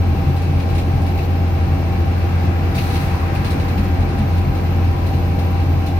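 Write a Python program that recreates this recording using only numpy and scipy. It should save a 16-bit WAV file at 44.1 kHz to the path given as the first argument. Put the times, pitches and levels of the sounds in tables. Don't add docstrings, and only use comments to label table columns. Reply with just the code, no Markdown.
import sys
import numpy as np
from scipy import signal
from scipy.fft import rfft, irfft, next_fast_len
from scipy.io import wavfile
from scipy.ndimage import map_coordinates

SR = 44100
rng = np.random.default_rng(int(sys.argv[2]) if len(sys.argv) > 2 else 0)


def generate_wav(signal):
    frames = np.transpose(np.atleast_2d(signal))
    scaled = np.clip(frames, -1, 1) * 32767
    pcm = np.round(scaled).astype(np.int16)
    wavfile.write(sys.argv[1], SR, pcm)


N = 264159

CRANK_HZ = 14.49
RATTLE_RISE_S, RATTLE_HOLD_S = 0.0025, 0.0076
# (time [s], relative level [dB], extra treble of a hard contact [dB])
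RATTLE_HITS = [(0.364, -31.5, 1), (0.419, -34, 3), (0.599, -32, -1), (0.69, -34, 0), (0.75, -30.5, 3),
               (0.78, -27.5, 1), (1.018, -38, 7), (1.063, -32, 3), (1.175, -30, -3), (2.752, -30, 5),
               (2.78, -24, -8), (2.9, -28, -4), (2.955, -25, -7), (3.35, -30, 2), (3.446, -24.5, -1.5),
               (3.469, -30, 0), (3.505, -26.5, 3), (3.598, -29, -5), (3.682, -30, -1), (3.778, -30, 0),
               (3.84, -36, 1), (4.005, -38, 6), (4.09, -36, 1), (4.184, -33, 0), (4.375, -36, 4),
               (4.55, -34, 1), (5.064, -32, 3), (5.135, -33, -1), (5.389, -30, -2), (5.862, -28, 0)]
# (frequency [Hz], relative level [dB])
TRIM_SPECTRUM = [(800, -14), (1900, 4), (2550, 8.5), (3200, 0.5), (4200, 6.5), (5800, -4.5), (7500, -12),
                 (10500, -8.5), (15500, -20)]
# (frequency [Hz], boost [dB])
FITTING_MODES = [(2765, 4), (3130, 3), (3528, 6), (3948, 5), (5330, 4), (5976, 8), (6641, 9), (7332, 9),
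                 (8030, 7), (8775, 9), (9581, 9), (10390, 10), (11195, 8), (12060, 7)]


def amp(db):
    return 10 ** (np.asarray(db) / 20)


def unit(x):
    return x / np.sqrt(np.mean(x ** 2) + 1e-20)


def along(points, hz):
    freqs, values = np.transpose(points)
    return np.interp(np.log(hz + 1), np.log(freqs + 1), values)


def fader(points):
    return np.interp(np.arange(N) / SR, *np.transpose(points))


def wobble(rate, steps=6):
    knots = rng.standard_normal(int(N * rate / SR) + 4)
    fine = np.arange(len(knots) * steps - steps) / steps
    return np.interp(np.arange(N) * rate / SR, fine, map_coordinates(knots, [fine]))


def burst(start, rise, hold, t60):
    t = np.arange(N) / SR - start
    release = np.clip((t - rise - hold) / t60, 0, 2)
    return np.clip(t / rise, 0, 1) * amp(-60 * release)


def filtered(x, response):
    size = next_fast_len(N + SR // 4)
    return irfft(rfft(x, size) * response(np.fft.rfftfreq(size, 1 / SR)), size)[..., :N]


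def angle(hz):
    return 2 * np.pi * np.cumsum(hz) / SR


def tone(phase, pan_db, lead):
    sides = np.array([[.5], [-.5]])
    return unit(amp(sides * pan_db) * np.sin(phase + sides * lead + 2 * np.pi * rng.random()))


def rush(spectrum):
    # (frequency [Hz], correlation [-1 to 1])
    likeness = [(30, .97), (130, .93), (300, .82), (500, .5), (900, -.05), (2000, 0), (4000, -.1),
                (12000, 0)]
    # (frequency [Hz], left over right [dB])
    balance = [(30, 9), (85, 1), (140, 1), (210, 0.5), (330, 1), (500, 1), (800, 1.5), (1170, 1),
               (1750, 2.5), (2600, 4), (4200, -3.5), (6400, 3.5), (9800, 2.5), (14000, -3)]

    def response(hz):
        spread = np.arccos(np.clip(along(likeness, hz), -1, 1)) / 2
        mid, side = amp(along(spectrum, hz)) * [np.cos(spread), np.sin(spread)]
        lean = amp(along(balance, hz) / 2)
        return np.array([[mid * lean, side * lean], [mid / lean, -side / lean]])
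    return unit(filtered(rng.standard_normal((2, N)), response).sum(axis=1))


def reflections(hz, depth_db, spacing_hz=20):
    knots = rng.standard_normal((2, 4096))
    ripple = np.array([np.interp(hz / spacing_hz, np.arange(len(side)), side) for side in knots])
    return amp(depth_db * np.clip(hz / 2500, 0, 1) * ripple)


def resonance(hz, centre_hz, width_hz):
    return 1 / (1 + 2j * (hz - centre_hz) / width_hz)


def metal(x, width_hz=24):
    def response(f):
        ring = 1 + sum((amp(db) - 1) * resonance(f, hz, width_hz) for hz, db in FITTING_MODES)
        return ring * reflections(f, depth_db=2)
    return filtered(x, response)


def road(rumble_db=-25.5, boom_db=-26.0, wash_db=-35.5, gust_db=0.54):
    # (frequency [Hz], relative level [dB])
    rumble = [(12, -24), (25, -17), (36, -19), (48, -1.5), (65, -4), (76, 9), (87, -11.5), (102, 3),
              (125, -9.5), (250, -70)]
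    boom = [(70, -52), (100, -2.5), (120, -2), (136, 7.5), (165, -6.5), (192, 0), (215, -9), (300, -25),
            (600, -75)]
    air = [(400, -5.5), (800, 2.5), (1150, 3.5), (1450, -1), (2000, -2), (2600, 0.5), (3100, -9),
           (4300, -9.5), (5000, -13.5), (6000, -15), (7200, -25.5), (10000, -24.5), (13200, -26.5),
           (15500, -54)]
    wash = unit(filtered(rush(air), lambda f: reflections(f, depth_db=3)))
    low_end = amp(rumble_db) * rush(rumble) + amp(boom_db) * rush(boom)
    return low_end + amp(wash_db + gust_db * wobble(21.21)) * wash


def traffic(level_db=-33, nearest_s=3.23, half_power_s=0.71):
    # (frequency [Hz], relative level [dB])
    roar = [(200, -6), (300, -5), (480, -18), (800, 2), (1100, 1.5), (1600, 0), (2500, -4.5), (3200, -15.5),
            (5000, -18), (7200, -28.5), (15500, -38)]
    distance = np.hypot(1, (np.arange(N) / SR - nearest_s) / half_power_s)
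    return amp(level_db) / distance * rush(roar)


def whistle(level_db=-53, pitch_hz=13805, sag_hz_per_s=22, waver_hz=17, skirt_hz=220, skirt_db=-4,
            flare_db=3.5, flare_s=.07, flutter_db=0.4, pan_db=-4):
    flare_times = [1.19, 2.8, 3.51, 3.74, 5.46]
    t = np.arange(N) / SR
    phase = np.array([angle(pitch_hz - sag_hz_per_s * t + waver_hz * wobble(40)) for side in range(2)])
    fuzz = unit(filtered(rng.standard_normal((2, 2, N)), lambda f: 1 / (1 + (f / skirt_hz) ** 2)))
    skirt = unit(fuzz[0] * np.cos(phase) + fuzz[1] * np.sin(phase))
    flares = sum(np.exp(-((t - s) / flare_s) ** 2) for s in flare_times)
    db = level_db + flare_db * flares + flutter_db * wobble(10) + np.array([[.5], [-.5]]) * pan_db
    return amp(db) * unit(unit(np.sin(phase)) + amp(skirt_db) * skirt)


def squeaks(half_length_s=0.011, waver=0.07):
    # (time [s], pitch [Hz], level [dB])
    chirps = [(3.15, 1030, -36.5), (3.235, 1026, -33)]
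    t = np.arange(N) / SR
    out = np.zeros((2, N))
    for s, hz, db in chirps:
        envelope = amp(db) * np.exp(-((t - s) / half_length_s) ** 2)
        out += envelope * tone(angle(hz * (1 + waver * wobble(400))), pan_db=0, lead=0)
    return out


def knock(start_s=1.829, level_db=-21, pitch_hz=680, t60=.025):
    t = np.maximum(np.arange(N) / SR - start_s, 0)
    return amp(level_db - 60 * t / t60) * np.sin(2 * np.pi * pitch_hz * t)


def rustle(grain_db=1.0, jolt_db=1.3):
    # (time [s], level [dB])
    strokes = [(2.742, -35.5), (2.835, -43), (2.885, -39), (2.94, -37.5), (3.015, -47)]
    # (frequency [Hz], relative level [dB])
    scrape = [(800, -20), (1800, -1), (2450, 5), (3150, -3), (3600, 3.5), (4100, 4.5), (4900, -1),
              (5450, -5), (5950, -2.5), (7200, -12), (8000, -8.5), (12500, -5.5), (15500, -10.5)]
    power = sum((amp(db) * burst(s, rise=0.0066, hold=0.048, t60=0.9)) ** 2 for s, db in strokes)
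    brush = filtered(rush(scrape), lambda f: reflections(f, depth_db=2))
    grain = amp(grain_db * wobble(400) + jolt_db * wobble(70))
    return np.sqrt(power) * unit(grain * brush)


def jingle(idle_db=-65, shaken_db=-35, t60=1.5, width_hz=26, flutter_db=2):
    def modes(f):
        return sum(amp(db) * resonance(f, hz, width_hz) ** 2 for hz, db in FITTING_MODES)
    ring = unit(filtered(rng.standard_normal((2, N)), modes))
    power = sum((amp(db + shaken_db) * burst(s, RATTLE_RISE_S, RATTLE_HOLD_S, t60)) ** 2
                for s, db, _ in RATTLE_HITS)
    return np.hypot(amp(idle_db), np.sqrt(power)) * amp(flutter_db * wobble(29)) * ring


def clanks(panel_hz=2500, width_hz=850):
    # (time [s], level [dB])
    jolts = [(0.599, -38), (0.778, -35), (1.185, -36), (2.778, -30), (2.953, -30.5), (3.35, -36),
             (3.779, -35)]
    ring = unit(filtered(rush(TRIM_SPECTRUM), lambda f: resonance(f, panel_hz, width_hz)))
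    return ring * sum(amp(db) * burst(s, rise=0.0049, hold=0.0045, t60=0.089) for s, db in jolts)


def contacts(count=3, gain_db=-8.5, t60=.04, flight_s=.014, bounce_loss_db=4):
    # (frequency [Hz], relative level [dB])
    tap = [(800, -16), (2400, 5), (4200, 5.5), (7200, -10), (10000, -3.5), (13000, -6), (15500, -4)]
    t = np.arange(SR // 20) / SR
    power = np.zeros(N)
    for s, db, hard_db in RATTLE_HITS:
        flights = rng.uniform(.5, 1.5, count)
        landings = s + flight_s * (np.cumsum(flights) - flights[0])
        for bounce, at in enumerate(landings):
            peak_db = db + hard_db / 2 + gain_db - bounce * bounce_loss_db
            power[round(at * SR):][:len(t)] += amp(peak_db - 60 * t / t60) ** 2
    return metal(np.sqrt(power) * rush(tap))


def rattles(gain_db=-10, t60=0.24, chatter_db=1.0, treble_hz=6800, tick_count=30, tick_db=-43,
            tick_spread_db=3, buzz_db=-51, buzz_sway_db=2, shake=0.18):
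    tick_times = rng.random(tick_count) * N / SR
    tick_levels = tick_db + tick_spread_db * rng.standard_normal(tick_count)
    ticks = zip(tick_times, tick_levels, np.zeros(tick_count))
    power = sum((amp([[db], [db + hard_db]]) * burst(s, RATTLE_RISE_S, RATTLE_HOLD_S, t60)) ** 2
                for s, db, hard_db in [*RATTLE_HITS, *ticks])
    pulse = np.cos(angle(np.full(N, 6 * CRANK_HZ)))
    buzz = amp(buzz_db + buzz_sway_db * wobble(9.9)) * (1 + shake * pulse)
    body_gain, treble_gain = np.hypot(amp(gain_db) * np.sqrt(power), buzz)
    chatter = unit(amp(chatter_db * wobble(500)) * rush(TRIM_SPECTRUM))
    body = filtered(chatter, lambda f: 1 / (1 + (f / treble_hz) ** 8))
    return metal(body_gain * body + treble_gain * (chatter - body))


def bumps(chassis_hz=45, cabin_hz=136, roof_hz=198, waver=.04):
    # (time [s], chassis thud [dB], cabin boom [dB], roof drum [dB])
    hits = [(0.02, -36, -25, -38), (0.255, -24, -18, -36), (0.465, -25, -17.5, -38), (0.695, -26, -21, -34),
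            (0.915, -22, -17.5, -28), (1.17, -35, -23, -36), (1.77, -33, -26, -36), (3.765, -19, -28, -24),
            (3.975, -20, -21, -25), (4.175, -22, -20, -22.5), (4.445, -31, -22, -32), (4.84, -35, -25, -32),
            (5.71, -31, -25, -36)]
    chassis, cabin, roof = sum(np.outer(amp(levels), burst(s, rise=0.027, hold=0.019, t60=0.22))
                               for s, *levels in hits)

    def ring(hz):
        return tone(angle(hz * (1 + waver * wobble(25))), pan_db=2, lead=.1)
    return chassis * ring(chassis_hz) + cabin * ring(cabin_hz) + roof * ring(roof_hz)


def whines(slip=0.00151, flutter_db=3.0, gear_hz=987.5, gear_waver_hz=2.44):
    # (pitch [Hz], level [dB], left over right [dB], left lead [rad])
    belt_parts = [(55.2, -37.5, 0, 0), (360.3, -44.5, 0, -.1), (657.8, -47, 6, -.1),
                  (799.3, -44.5, -1, -.7), (1599, -55, -1, .8)]
    # (time [s], level [dB])
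    gear_levels = [(0, -48), (1.0, -53), (2.3, -47), (2.9, -41), (3.3, -43.5), (4.3, -42.5), (5.2, -43),
                   (6, -44.5)]
    speed = 1 + slip * wobble(7)
    belt = sum(amp(db + flutter_db * wobble(12)) * tone(angle(hz * speed), pan_db, lead)
               for hz, db, pan_db, lead in belt_parts)
    gear_gain = amp(fader(gear_levels) + flutter_db * wobble(7.9))
    gear = tone(angle(gear_hz + gear_waver_hz * wobble(21.8)), pan_db=9.2, lead=-2.27)
    return belt + gear_gain * gear


def timing_gear(crank, teeth=54, flutter_db=1.4, backlash_rad=.2, rough_rad=.34):
    # (time [s], level [dB])
    levels = [(0, -38), (0.8, -38), (1.03, -34.5), (1.4, -37.5), (2.7, -37.5), (2.9, -32), (3.2, -37.5),
              (3.6, -38.5), (3.92, -34.5), (4.3, -38), (5.3, -37), (5.53, -34.5), (5.68, -38.5),
              (5.95, -35)]
    play = backlash_rad * wobble(12) + rough_rad * wobble(90)
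    gain = amp(fader(levels) + flutter_db * wobble(14))
    return gain * tone(teeth * crank + play, pan_db=1, lead=.9)


def engine(creep_hz_per_s=.007, hunt=.0006, throb_db=.6, flutter_db=2.0, load_sway_db=.5,
           block_db=-29.0, clatter=0.18):
    # (multiple of crank speed, level [dB], left over right [dB], left lead [rad])
    crank_orders = [(3, -32.5, .8, .1), (5.5, -36.5, 0, .1), (7, -38, 0, .1), (10.5, -42, 1, .1),
                    (12, -33, 3, .1), (15, -40, 3, .1), (16.5, -42, 4, .3), (18.5, -37.4, 0, -.2),
                    (19.5, -38.4, 0, .5), (22.5, -46.5, 2, -.1), (24, -42.2, 2, -.1), (27, -42.5, 3, -2.9),
                    (28.5, -49.5, -5, -.9), (30, -51.5, 5, .1), (31.5, -49, 9, .9), (33, -43.2, 4, -.1),
                    (36, -50, -4, 1.3), (37, -49, -2, 1.5), (39, -50, -3, 0), (42, -51, 0, 1.9),
                    (46.5, -50, 5, .2), (51, -47.5, -6, 1.7), (57, -51, -1, 1.7), (74, -50.5, 0, -.4),
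                    (90, -54, 3, 1.1)]
    # (time [s], level [dB])
    drone_levels = [(0.0, -15.5), (0.12, -16), (0.17, -22.5), (0.32, -15), (0.37, -21), (0.57, -14.5),
                    (0.63, -25), (0.68, -17.5), (1.18, -18.5), (1.22, -24), (1.28, -16), (1.93, -18),
                    (2.67, -16.5), (2.77, -25), (2.83, -20.5), (3.5, -21), (4.05, -17.5), (4.12, -23),
                    (4.4, -14), (4.44, -20.5), (4.9, -14), (4.95, -22), (4.99, -18.5), (5.79, -15.5),
                    (5.87, -23), (5.99, -14.5)]
    # (frequency [Hz], relative level [dB])
    block_spectrum = [(120, -12), (220, -3), (345, 1), (400, -7), (640, -8), (830, -6), (1000, -16.5),
                      (1500, -33), (4000, -64)]
    speed_hz = CRANK_HZ + creep_hz_per_s * np.arange(N) / SR
    crank = angle(speed_hz * (1 + hunt * wobble(4.9)))
    beat = 6 * crank
    drone = amp(fader(drone_levels) + throb_db * wobble(14)) * tone(beat, pan_db=.4, lead=0.27)
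    block = amp(block_db) * rush(block_spectrum) * (1 + clatter * np.cos(beat))
    orders = sum(amp(db + flutter_db * wobble(9)) * tone(order * crank, pan_db, lead)
                 for order, db, pan_db, lead in crank_orders)
    return drone + timing_gear(crank) + amp(load_sway_db * wobble(12)) * (block + orders)


def scene():
    ride = engine() + whines() + whistle() + road() + bumps() + traffic()
    return ride + rustle() + rattles() + contacts() + clanks() + jingle() + knock() + squeaks()


def record(dry):
    return signal.sosfilt(signal.ellip(10, .1, 90, 15750, fs=SR, output="sos"), dry)


dry = scene()
out = record(dry)
generate_wav(out)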